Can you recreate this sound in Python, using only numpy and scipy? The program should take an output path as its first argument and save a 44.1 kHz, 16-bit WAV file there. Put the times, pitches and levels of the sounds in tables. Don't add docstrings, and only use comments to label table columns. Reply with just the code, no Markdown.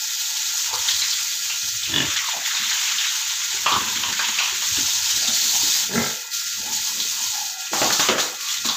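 import sys
import numpy as np
from scipy import signal
from scipy.fft import rfft, irfft, next_fast_len
from scipy.io import wavfile
from scipy.ndimage import uniform_filter1d

SR = 44100
rng = np.random.default_rng(int(sys.argv[2]) if len(sys.argv) > 2 else 0)


def unload_audio(sound):
    columns = np.transpose(np.atleast_2d(sound))
    steps = np.round(np.clip(columns, -1, 1) * 32767)
    wavfile.write(sys.argv[1], SR, steps.astype(np.int16))


def volts(x):
    e = np.asarray(x, float) / 20
    return 10 ** e


N = 386316
STEP = 64


def evened(x):
    return x / np.sqrt(np.mean(x ** 2) + 1e-20)


def read(points, hz):
    f, value = np.transpose(points)
    return np.interp(np.log(hz + 1), np.log(f + 1), value)


def played(rows, t):
    s, *columns = np.transpose(rows)
    return [np.interp(t, s, c) for c in columns]


def add(mix, s, sound):
    part = mix[round(s * SR):][:len(sound)]
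    part += sound[:len(part)]


def resonate(x, hz, width_hz):
    r = np.exp(-np.pi * width_hz / SR)
    if np.isscalar(hz):
        return 2 * signal.lfilter([1 - r], [1, -r * np.exp(2j * np.pi * hz / SR)], x).real
    turn = np.exp(2j * np.pi * np.cumsum(hz) / SR)
    return 2 * (turn * signal.lfilter([1 - r], [1, -r], x / turn + 1e-18)).real


def coloured(x, spectrum):
    size = next_fast_len(len(x))
    gain = volts(read(spectrum, np.fft.rfftfreq(size, 1 / SR)))
    return irfft(rfft(x, size) * gain, size)[:len(x)]


def lumpy(patchy_db, flicker_db):
    size = 512
    frames = 4 * N // size + 5
    a, b, patches = rng.standard_normal((frames, size // 2 + 1, 3)).T
    patches = evened(uniform_filter1d(uniform_filter1d(patches, size=6, axis=0), size=12, axis=1))
    gusts = signal.lfilter([1], [1, -0.8], rng.exponential(1, frames) ** 1.16)
    gusts = evened(gusts - gusts.mean()).clip(-3, 4)
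    z = (a + 1j * b) * volts(patchy_db * patches + flicker_db * gusts)
    return evened(signal.istft(z, nperseg=size, noverlap=3 * size // 4)[1][:N])


def drops(per_s, spread_db):
    chance, size = rng.random((N, 2)).T
    sign = np.sign(rng.standard_normal(N))
    strength = volts(spread_db * np.minimum(-np.log(size + 1e-9), 4))
    return evened((chance < per_s / SR) * sign * strength)


def peaked(t, s, rise_s, fall_s):
    return np.where(t < s, (s - t) / rise_s, (t - s) / fall_s)


def jet(t):
    # time in seconds, force of the jet in dB,
    # depth of the water it lands in and fineness of the nozzle spray, both in dB over the force.
    aim = [(0.0, -26.5, -7.5, -5.5), (1.1, -24, -5, -9.5), (1.3, -25.5, -8, -6.5), (1.85, -27, -7, -7.5),
           (2.0, -30, 5, -5), (2.35, -28, 0.5, -7), (2.8, -27, 3.5, -6.5), (3.44, -27, -1.5, -8.5),
           (3.85, -27.5, -1, -6.5), (4.3, -30.5, 5, -5.5), (4.8, -22, -7, -7.5), (5.28, -22, -6.5, -10.5),
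           (5.4, -21.5, -8, -6), (5.8, -19.5, -7.5, -7), (6.0, -25.7, -8.5, -6), (7.6, -25.2, -9.5, -7.5),
           (7.9, -23, -4, -8), (8.76, -28, -8, -7)]
    # quietest moment in seconds, loss in dB, fading in seconds.
    crossings = [(0.72, -4, 0.05), (2.43, -3, 0.12), (5.92, -9, 0.12), (6.305, -11, 0.2), (6.7, -4, 0.35),
                 (7.58, -7, 0.2), (7.71, -8, 0.2), (8.165, -9, 0.08), (8.385, -10, 0.17), (8.46, -4, 0.06),
                 (8.635, -3, 0.08)]
    # time in seconds, gain of fine
    # and of heavy drops in dB.
    spurts = [(0.62, 1.5, -1), (2.46, 1.5, 1), (5.34, 3, 1.5), (6.73, 4, 0), (6.85, 2.5, 0), (7.8, 3, -3),
              (8.0, 3, 5), (8.095, -2, 8), (8.19, 1, 6), (8.49, 0, 6), (8.54, 0, 4), (8.655, 5, 9)]
    return_s, rise_s, fade_s = 0.03, 0.01, 0.06
    mist_share, splatter_share = 0.9, 0.7
    force_db, depth_db, nozzle_db = played(aim, t)
    loss_db = sum(db * np.maximum(1 - peaked(t, s, fading_s, return_s), 0) for s, db, fading_s in crossings)
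    fine_db, heavy_db = sum(np.outer(db, np.maximum(1 - peaked(t, s, rise_s, fade_s), 0))
                            for s, *db in spurts)
    fizz_db = force_db + loss_db + fine_db
    splatter_db = force_db + depth_db + splatter_share * loss_db + heavy_db
    mist_db = force_db + nozzle_db + mist_share * (loss_db + fine_db)
    return fizz_db, splatter_db, mist_db


def spray():
    # frequency in Hz, density in dB per Hz.
    fizz_spectrum = [(1760, -29), (3000, -7), (4440, -0.5), (5220, -2), (6050, 1), (6740, 2.5), (7040, 1),
                     (9290, -21), (11000, -21.5), (14300, -47), (22000, -120)]
    splatter_spectrum = [(350, -45), (900, -15), (1500, -4), (2500, -2.5), (3600, 2), (4800, -8), (7000, 0),
                         (9000, -34)]
    mist_spectrum = [(8000, -48), (9300, -34), (11400, -11.5), (12700, 2.5), (14500, 6.5), (15500, 5.5)]
    t, slow = np.arange(N) / SR, np.arange(0, N, STEP) / SR
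    fizz, splatter, mist = (np.interp(t, slow, volts(db)) for db in jet(slow))
    water = lumpy(patchy_db=2.0, flicker_db=1.5) + 0.72 * drops(per_s=2500, spread_db=2.5)
    heavy = lumpy(patchy_db=2.17, flicker_db=1.67) + 0.37 * drops(per_s=1200, spread_db=0.5)
    fine = fizz * evened(coloured(water, fizz_spectrum)) + mist * evened(coloured(water, mist_spectrum))
    return fine + splatter * evened(coloured(heavy, splatter_spectrum))


def swells(rows, rise_share, t):
    return np.array([volts(db - 20 * peaked(t, s, rise_share * dying_s, dying_s)) ** 2
                     for s, db, dying_s, *_ in rows])


def wading():
    # peak in seconds, rumble in dB, time to die 20 dB in seconds.
    heaves = [(0.69, -55, .1), (0.77, -45, .11), (0.95, -49, .1), (1.12, -57, .1), (1.47, -59, .1),
              (1.72, -49, .3), (1.96, -35, .22), (2.66, -53, .15), (3.34, -58, .1), (3.58, -55, .15),
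              (3.74, -42, .2), (3.94, -43, .2), (4.1, -53, .1), (4.53, -56, .15), (4.78, -35, .14),
              (4.97, -45, .12), (5.17, -46, .12), (5.34, -50, .15), (5.61, -50, .25), (5.98, -37, .13),
              (6.62, -53, .25), (6.79, -53, .15), (7.1, -54, .2), (7.3, -55, .12), (7.85, -45, .12),
              (8.1, -50, .25), (8.68, -49, .25)]
    # peak in seconds, thud in dB, time to die 20 dB in seconds.
    treads = [(1.66, -55, .12), (2.37, -52, .1), (3.8, -37, .4), (4.1, -44, .25), (4.27, -46, .2),
              (4.6, -48, .2), (4.9, -52, .15), (5.22, -42, .25), (5.45, -44, .25), (5.7, -46, .25),
              (5.9, -47, .2), (6.07, -47, .15), (6.66, -45, .3), (6.98, -45, .35), (7.9, -39, .25),
              (8.12, -38, .15), (8.68, -41, .25)]
    # peak in seconds, slosh in dB, time to die 20 dB in seconds, pitch in Hz.
    sloshes = [(0.35, -47, .5, 850), (0.76, -33, .24, 937), (1.52, -49, .25, 820), (1.97, -36, .12, 1000),
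               (2.12, -37, .12, 1400), (2.24, -32, .12, 1200), (2.29, -35, .08, 850), (2.35, -37, .14, 700),
               (2.74, -41, .12, 1000), (3.35, -45, .15, 950), (3.55, -38, .15, 900),
               (3.735, -24, .14, 1150), (3.85, -35, .35, 950), (4.27, -37, .2, 1000), (4.45, -40, .25, 980),
               (4.4, -38, .1, 1550), (4.9, -41, .5, 950), (5.26, -37.5, .2, 705), (5.56, -41, .3, 880),
               (5.78, -43, .15, 850), (6.0, -37, .2, 557), (6.28, -47, .4, 950), (6.9, -44, .2, 980),
               (7.16, -41, .35, 950), (7.86, -32, .22, 780), (8.135, -25, .12, 640),
               (8.045, -31, .08, 1200), (8.24, -36, .14, 800), (8.42, -54, .2, 1130),
               (8.67, -33, .05, 1200)]
    rise_shares = [0.7, 0.5, 0.5]
    # rumble in dB, thuds in dB, slosh in dB over the splatter.
    still_db = [-76, -75, -25]
    still_hz = 950
    # frequency in Hz, density in dB per Hz.
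    rumble_spectrum = [(25, -43), (50, -16.5), (90, -1), (125, -7), (170, -25), (300, -50)]
    thud_spectrum = [(90, -60), (160, -12), (215, -4), (260, -10.5), (420, -13.5), (550, -15), (900, -33)]

    t, slow = np.arange(N) / SR, np.arange(0, N, STEP) / SR
    heave, tread, slosh = (swells(rows, share, slow)
                           for rows, share in zip((heaves, treads, sloshes), rise_shares))
    trickle = volts(still_db[2] + jet(slow)[1]) ** 2
    hz = (np.transpose(sloshes)[3] @ slosh + still_hz * trickle) / (slosh.sum(0) + trickle)
    hz = np.interp(t, slow, hz)
    powers = (heave.sum(0) + volts(still_db[0]) ** 2, tread.sum(0) + volts(still_db[1]) ** 2,
              slosh.sum(0) + trickle)
    rumble, thud, wave = (np.interp(t, slow, np.sqrt(p)) for p in powers)
    churn = lumpy(patchy_db=2.5, flicker_db=2.26)
    low = rumble * evened(coloured(churn, rumble_spectrum)) + thud * evened(coloured(churn, thud_spectrum))
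    return low + wave * evened(resonate(resonate(churn, hz, 230), hz, 390))


def pump():
    # frequency in Hz, level in dB.
    lines = [(887, -53), (1125, -65.5), (1394, -48.5), (1674, -52), (1895, -54), (1927, -54.5), (2008, -51),
             (2476, -49), (2530, -48)]
    wander_hz, flutter_db = 7, 2.5
    at, slow = np.arange(N), np.arange(0, N, STEP)
    wander, flutter = (evened(uniform_filter1d(v, size=24))
                       for v in rng.standard_normal((2, len(lines), len(slow))))
    out = np.zeros(N)
    for (hz, db), bend, throb in zip(lines, wander, flutter):
        turns = np.cumsum(hz + wander_hz * bend) * STEP / SR
        level = np.interp(at, slow, volts(db + 3 + flutter_db * throb))
        out += level * np.sin(2 * np.pi * np.interp(at, slow, turns))
    return out


def burst(t60_s, rise_s, smack=1.2, click=5.2):
    t = np.arange(round(SR * min(t60_s, .5) * .8)) / SR
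    dying = volts(-60 * t / t60_s) + smack * volts(-60 * t / .03)
    shape = (1 - np.exp(-t / rise_s)) * dying
    water = shape / shape.max() * rng.standard_normal(SR // 2)[:len(t)]
    return water + click * signal.unit_impulse(len(t))


def slap(db, hz, hollow_db, t60_s):
    water = burst(t60_s, rise_s=0.0007, smack=1.1, click=4.5)
    bright = np.diff(water, prepend=0) * SR / (2 * np.pi * hz)
    ring = 4.6 * resonate(resonate(bright, hz, 750), hz, 1400)
    hollow = 11.1 * volts(hollow_db) * resonate(resonate(water, 1100, 470), 980, 640)
    splash = resonate(resonate(bright, 3300, 3300), 3300, 3300)
    return volts(db - 15) * (ring + hollow + 0.45 * splash)


def thump(db, hz, t60_s):
    knock = burst(t60_s, rise_s=0.0013)
    return volts(db + 20) * resonate(resonate(knock, hz, 62), hz, 240)


def grunt(rows, throat, breath, per_s):
    t = np.arange(rows[0][0], rows[-1][0], 1 / SR)
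    chest_db, mouth_db, top_db = played(rows, t)
    turns = (t - t[0]) * per_s
    pulses = np.diff(np.floor(turns), prepend=-1) * 40
    puffs = np.exp(-(turns % 1) / .35) * rng.standard_normal(len(t))
    voice = pulses + breath * puffs
    rasp = 1.7 * rng.standard_normal(len(t))

    def ring(x, hz, width_hz, db):
        return volts(db) * evened(resonate(resonate(x, hz, width_hz + 25), hz, 400))

    chest = sum(ring(voice + rasp, *row) for row in throat if row[0] < 1000)
    *mouth, top = (ring(voice, *row) for row in throat if row[0] > 1000)
    scale = volts(mouth_db) / np.std(sum(mouth) + top)
    both = volts(chest_db) * evened(chest) + scale * (sum(mouth) + volts(top_db) * top)
    return both * signal.windows.tukey(len(t), .02)


def moan(rows):
    width_hz, octave_db = 70, -8
    t = np.arange(rows[0][0], rows[-1][0], 1 / SR)
    level_db, hz = played(rows, t)
    air = rng.standard_normal(len(t))
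    low, high = (evened(resonate(resonate(air, k * hz, width_hz), k * hz, 2 * width_hz)) for k in (1, 2))
    return volts(level_db) * (low + volts(octave_db) * high) * signal.windows.tukey(len(t), .15)


def flap(db, hz, low_db, t60_s):
    water = burst(t60_s, rise_s=0.0004, smack=1.4, click=7)
    clap = 6.6 * resonate(water, hz, 500)
    boom = 7.4 * volts(low_db) * resonate(resonate(water, 370, 276), 540, 500)
    spatter = 0.87 * resonate(water, 2400, 2300)
    return volts(db - 17.5) * (clap + boom + spatter)


def pen(x):
    # frequency in Hz, time to die 60 dB in seconds.
    t60 = [(200, 0.2), (1000, 0.52), (4000, 0.18), (12000, 0.46)]
    taps = np.zeros(SR // 2)
    at = np.arange(300, len(taps) - 20, 20)
    taps[at + rng.integers(0, 20, len(at))] = rng.choice([-1., 1.], len(at))
    hz, t, z = signal.stft(taps, SR, nperseg=256)
    tail = signal.istft(z * volts(-60 * t / read(t60, hz)[:, None]), SR, nperseg=256)[1]
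    return signal.fftconvolve(x, tail / np.linalg.norm(tail))[:N]


def scene():
    # start
    # in seconds, peak in dB, ring in Hz.
    slaps = [(0.885, -2, 3300), (0.906, -9, 3500), (1.018, -6, 4000), (1.108, -11, 4240), (1.129, -8, 3570),
             (1.832, -9, 3580), (1.854, -12, 2700), (2.189, -10.5, 2100), (2.695, -10, 3880),
             (2.853, -8, 2900), (2.983, -5, 3290), (3.081, -9, 3530), (4.127, -10.5, 1590),
             (4.192, -5, 1350), (4.244, -7, 2800), (5.239, -9, 4170), (5.277, -4.5, 3700),
             (5.412, -5, 4400), (5.494, -5.5, 3970), (5.655, -12, 4060), (5.723, -8, 3730),
             (7.001, -6.5, 3700), (8.486, -13, 3140),
             (0.252, -13, 3700), (0.885, -13, 1700), (0.944, -12, 3800), (0.985, -13, 3890),
             (1.02, -14, 2000), (1.628, -16, 3380), (2.277, -11, 3810), (2.451, -10, 3100),
             (2.458, -14, 1700), (2.51, -15, 1450), (2.631, -13, 3800), (2.71, -12, 1550),
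             (2.73, -12, 3900), (2.818, -11, 3610), (2.893, -12, 3700), (3.296, -13, 3750),
             (3.44, -16, 3460), (3.502, -16, 4140), (4.176, -14, 3810), (4.377, -11, 2700),
             (4.42, -11, 2800), (4.432, -11, 2600), (4.476, -12, 3200), (4.905, -11, 3570),
             (5.056, -13, 3650), (5.612, -12, 4500), (6.316, -17, 4290), (6.769, -13, 3730),
             (6.874, -16, 4360), (8.087, -5, 2800), (8.11, -10, 2800), (8.2, -8, 3500), (8.462, -14, 3600),
             (8.57, -14, 3600)]
    # start in seconds, peak in dB, ring in Hz,
    # hollow ring in dB relative, time to die 60 dB in seconds.
    plunges = [(0.737, -13, 4270, -11, 0.18), (1.497, -10, 2650, -19.5, 0.27),
               (2.546, -10, 4020, -10, 0.11), (3.661, -3, 2600, -3, 0.26), (3.704, -16, 3850, -7, 0.18),
               (3.721, -3, 3250, -8, 0.22), (4.034, -8, 3000, -9, 0.23), (4.386, -4.5, 2560, -17, 0.42),
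               (4.401, -10.5, 3950, -7, 0.39), (4.622, -16, 4080, -6, 0.18), (8.648, -10, 3800, -7.5, 0.26),
               (8.687, -2.5, 3600, -13, 0.28)]
    # start in seconds, peak in dB, ring in Hz.
    thumps = [(0.73, -32, 479), (2.391, -44, 217), (2.598, -40, 213), (2.659, -47, 231), (2.918, -54, 204),
              (3.54, -39.5, 400), (3.718, -24, 346), (3.96, -34, 280), (4.289, -42, 222), (4.519, -42, 374),
              (4.776, -26, 260), (5.159, -38, 277), (5.279, -36, 229), (5.629, -31, 294), (6.167, -43, 486),
              (6.629, -40, 520), (6.697, -35, 207), (6.97, -38, 228), (7.715, -29, 286), (8.652, -27, 240)]
    # time in seconds, chest effort in dB, mouth effort in dB,
    # gain of the top resonance in dB.
    grunts = [
        [(1.8752, -50, -46, -6), (1.9, -42, -40, -6), (1.935, -35, -25.5, 0), (1.965, -26, -20, 0),
         (1.99, -33, -24, 0), (2.006, -30, -21, -10), (2.03, -27, -36, -10), (2.05, -35, -44, -6),
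         (2.1, -47, -48, -6)],
        [(5.892, -38, -48, -8), (5.925, -32, -40, -8), (5.958, -26, -28, -8), (5.985, -23, -26, 9),
         (6.0, -24.5, -32, 0), (6.03, -29, -33, 0), (6.07, -35, -35, 1), (6.14, -52, -46, 0)],
    ]
    # resonance in Hz, width in Hz, level in dB.
    throats = [
        [(170, 46, -5), (275, 40, 0), (560, 120, -9), (870, 60, -9), (1770, 90, -2.5), (2920, 90, -1.5),
         (3450, 120, 2)],
        [(220, 40, 0), (406, 40, 1), (605, 70, -8), (804, 36, -15), (1390, 70, -3), (1600, 110, -1.5),
         (2054, 64, -2.5)],
    ]
    breathy = [1.1, 3.2]
    pulses_per_s = [46.9, 46.9]
    # time in seconds, level in dB, pitch in Hz.
    moans = [
        [(6.61, -52, 716), (6.64, -49, 740), (6.685, -39, 870), (6.74, -43, 860), (6.78, -55, 860)],
        [(7.3, -56, 822), (7.35, -40, 840), (7.42, -39, 830), (7.46, -51, 800), (7.592, -47, 740),
         (7.68, -54, 787)],
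        [(8.34, -56, 1170), (8.43, -46, 1160), (8.47, -42, 1160), (8.5, -48, 1150), (8.56, -58, 1140)],
    ]
    # start in seconds, peak in dB, ring in Hz,
    # low cavity in dB relative, time to die 60 dB in seconds.
    flaps = [
        (7.733, -6, 850, -12, 0.54),
        (7.817, -1.5, 800, -1, 0.36),
        (7.904, -6, 1440, -11, 0.19),
        (7.996, 0, 1120, -16, 0.26),
        (8.087, -1.5, 1200, 4, 0.46),
        (8.182, -5, 1300, -6, 0.18),
    ]
    # frequency in Hz, gain in dB.
    microphone = [(40, -22), (150, 3.5), (300, -0.5), (7000, 0.5), (9300, -22), (11400, -22), (13000, -14),
                  (15500, -12)]

    water = spray() + wading() + volts(-0.5) * pump()
    pigs = np.zeros(N)
    for s, *row in slaps:
        add(pigs, s, slap(*row, hollow_db=-30, t60_s=0.19))
    for s, *row in plunges:
        add(pigs, s, slap(*row))
    for s, *row in thumps:
        add(pigs, s, thump(*row, t60_s=0.24))
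    for rows, *voice in zip(grunts, throats, breathy, pulses_per_s):
        add(pigs, rows[0][0], grunt(rows, *voice))
    for rows in moans:
        add(pigs, rows[0][0], moan(rows))
    for s, *row in flaps:
        add(pigs, s, flap(*row))
    mono = coloured(pigs + volts(-3.5) * pen(pigs), microphone) + water
    return np.array([mono, mono])


def top_cut(x):
    return signal.sosfilt(signal.butter(12, 16840, fs=SR, output="sos"), x)


def record(dry):
    # frequency in Hz, threshold in dB.
    suppressed = [(300, -100), (500, -70), (900, -57), (1300, -62), (2200, -58), (3000, -100)]
    # frequency in Hz, density in dB per Hz.
    hush_spectrum = [(15, -49), (25, -15), (96, -33), (425, -36), (583, 2), (763, -9), (860, 22),
                     (900, -19), (1170, -45), (1980, -120)]
    hush_db, edge_hz = -71, 15500
    hz, t, z = signal.stft(dry[0], SR, nperseg=512, noverlap=384)
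    power = uniform_filter1d(uniform_filter1d(abs(z) ** 2, size=3, axis=0), size=7, axis=1)
    under_db = read(suppressed, hz)[:, None] - 10 * np.log10(abs(power) + 1e-14)
    duck_db = -14 * (.5 + .5 * np.tanh(under_db / 3))
    kept = signal.istft(z * volts(duck_db), SR, nperseg=512, noverlap=384)[1][:N]
    kept = kept + volts(hush_db) * evened(coloured(rng.standard_normal(N), hush_spectrum))
    low_pass = signal.firwin(3001, edge_hz, window=("kaiser", 10), fs=SR)
    kept = signal.oaconvolve(kept, low_pass, "same")
    return top_cut(np.array([kept, kept]))


dry = scene()
out = record(dry)
unload_audio(out)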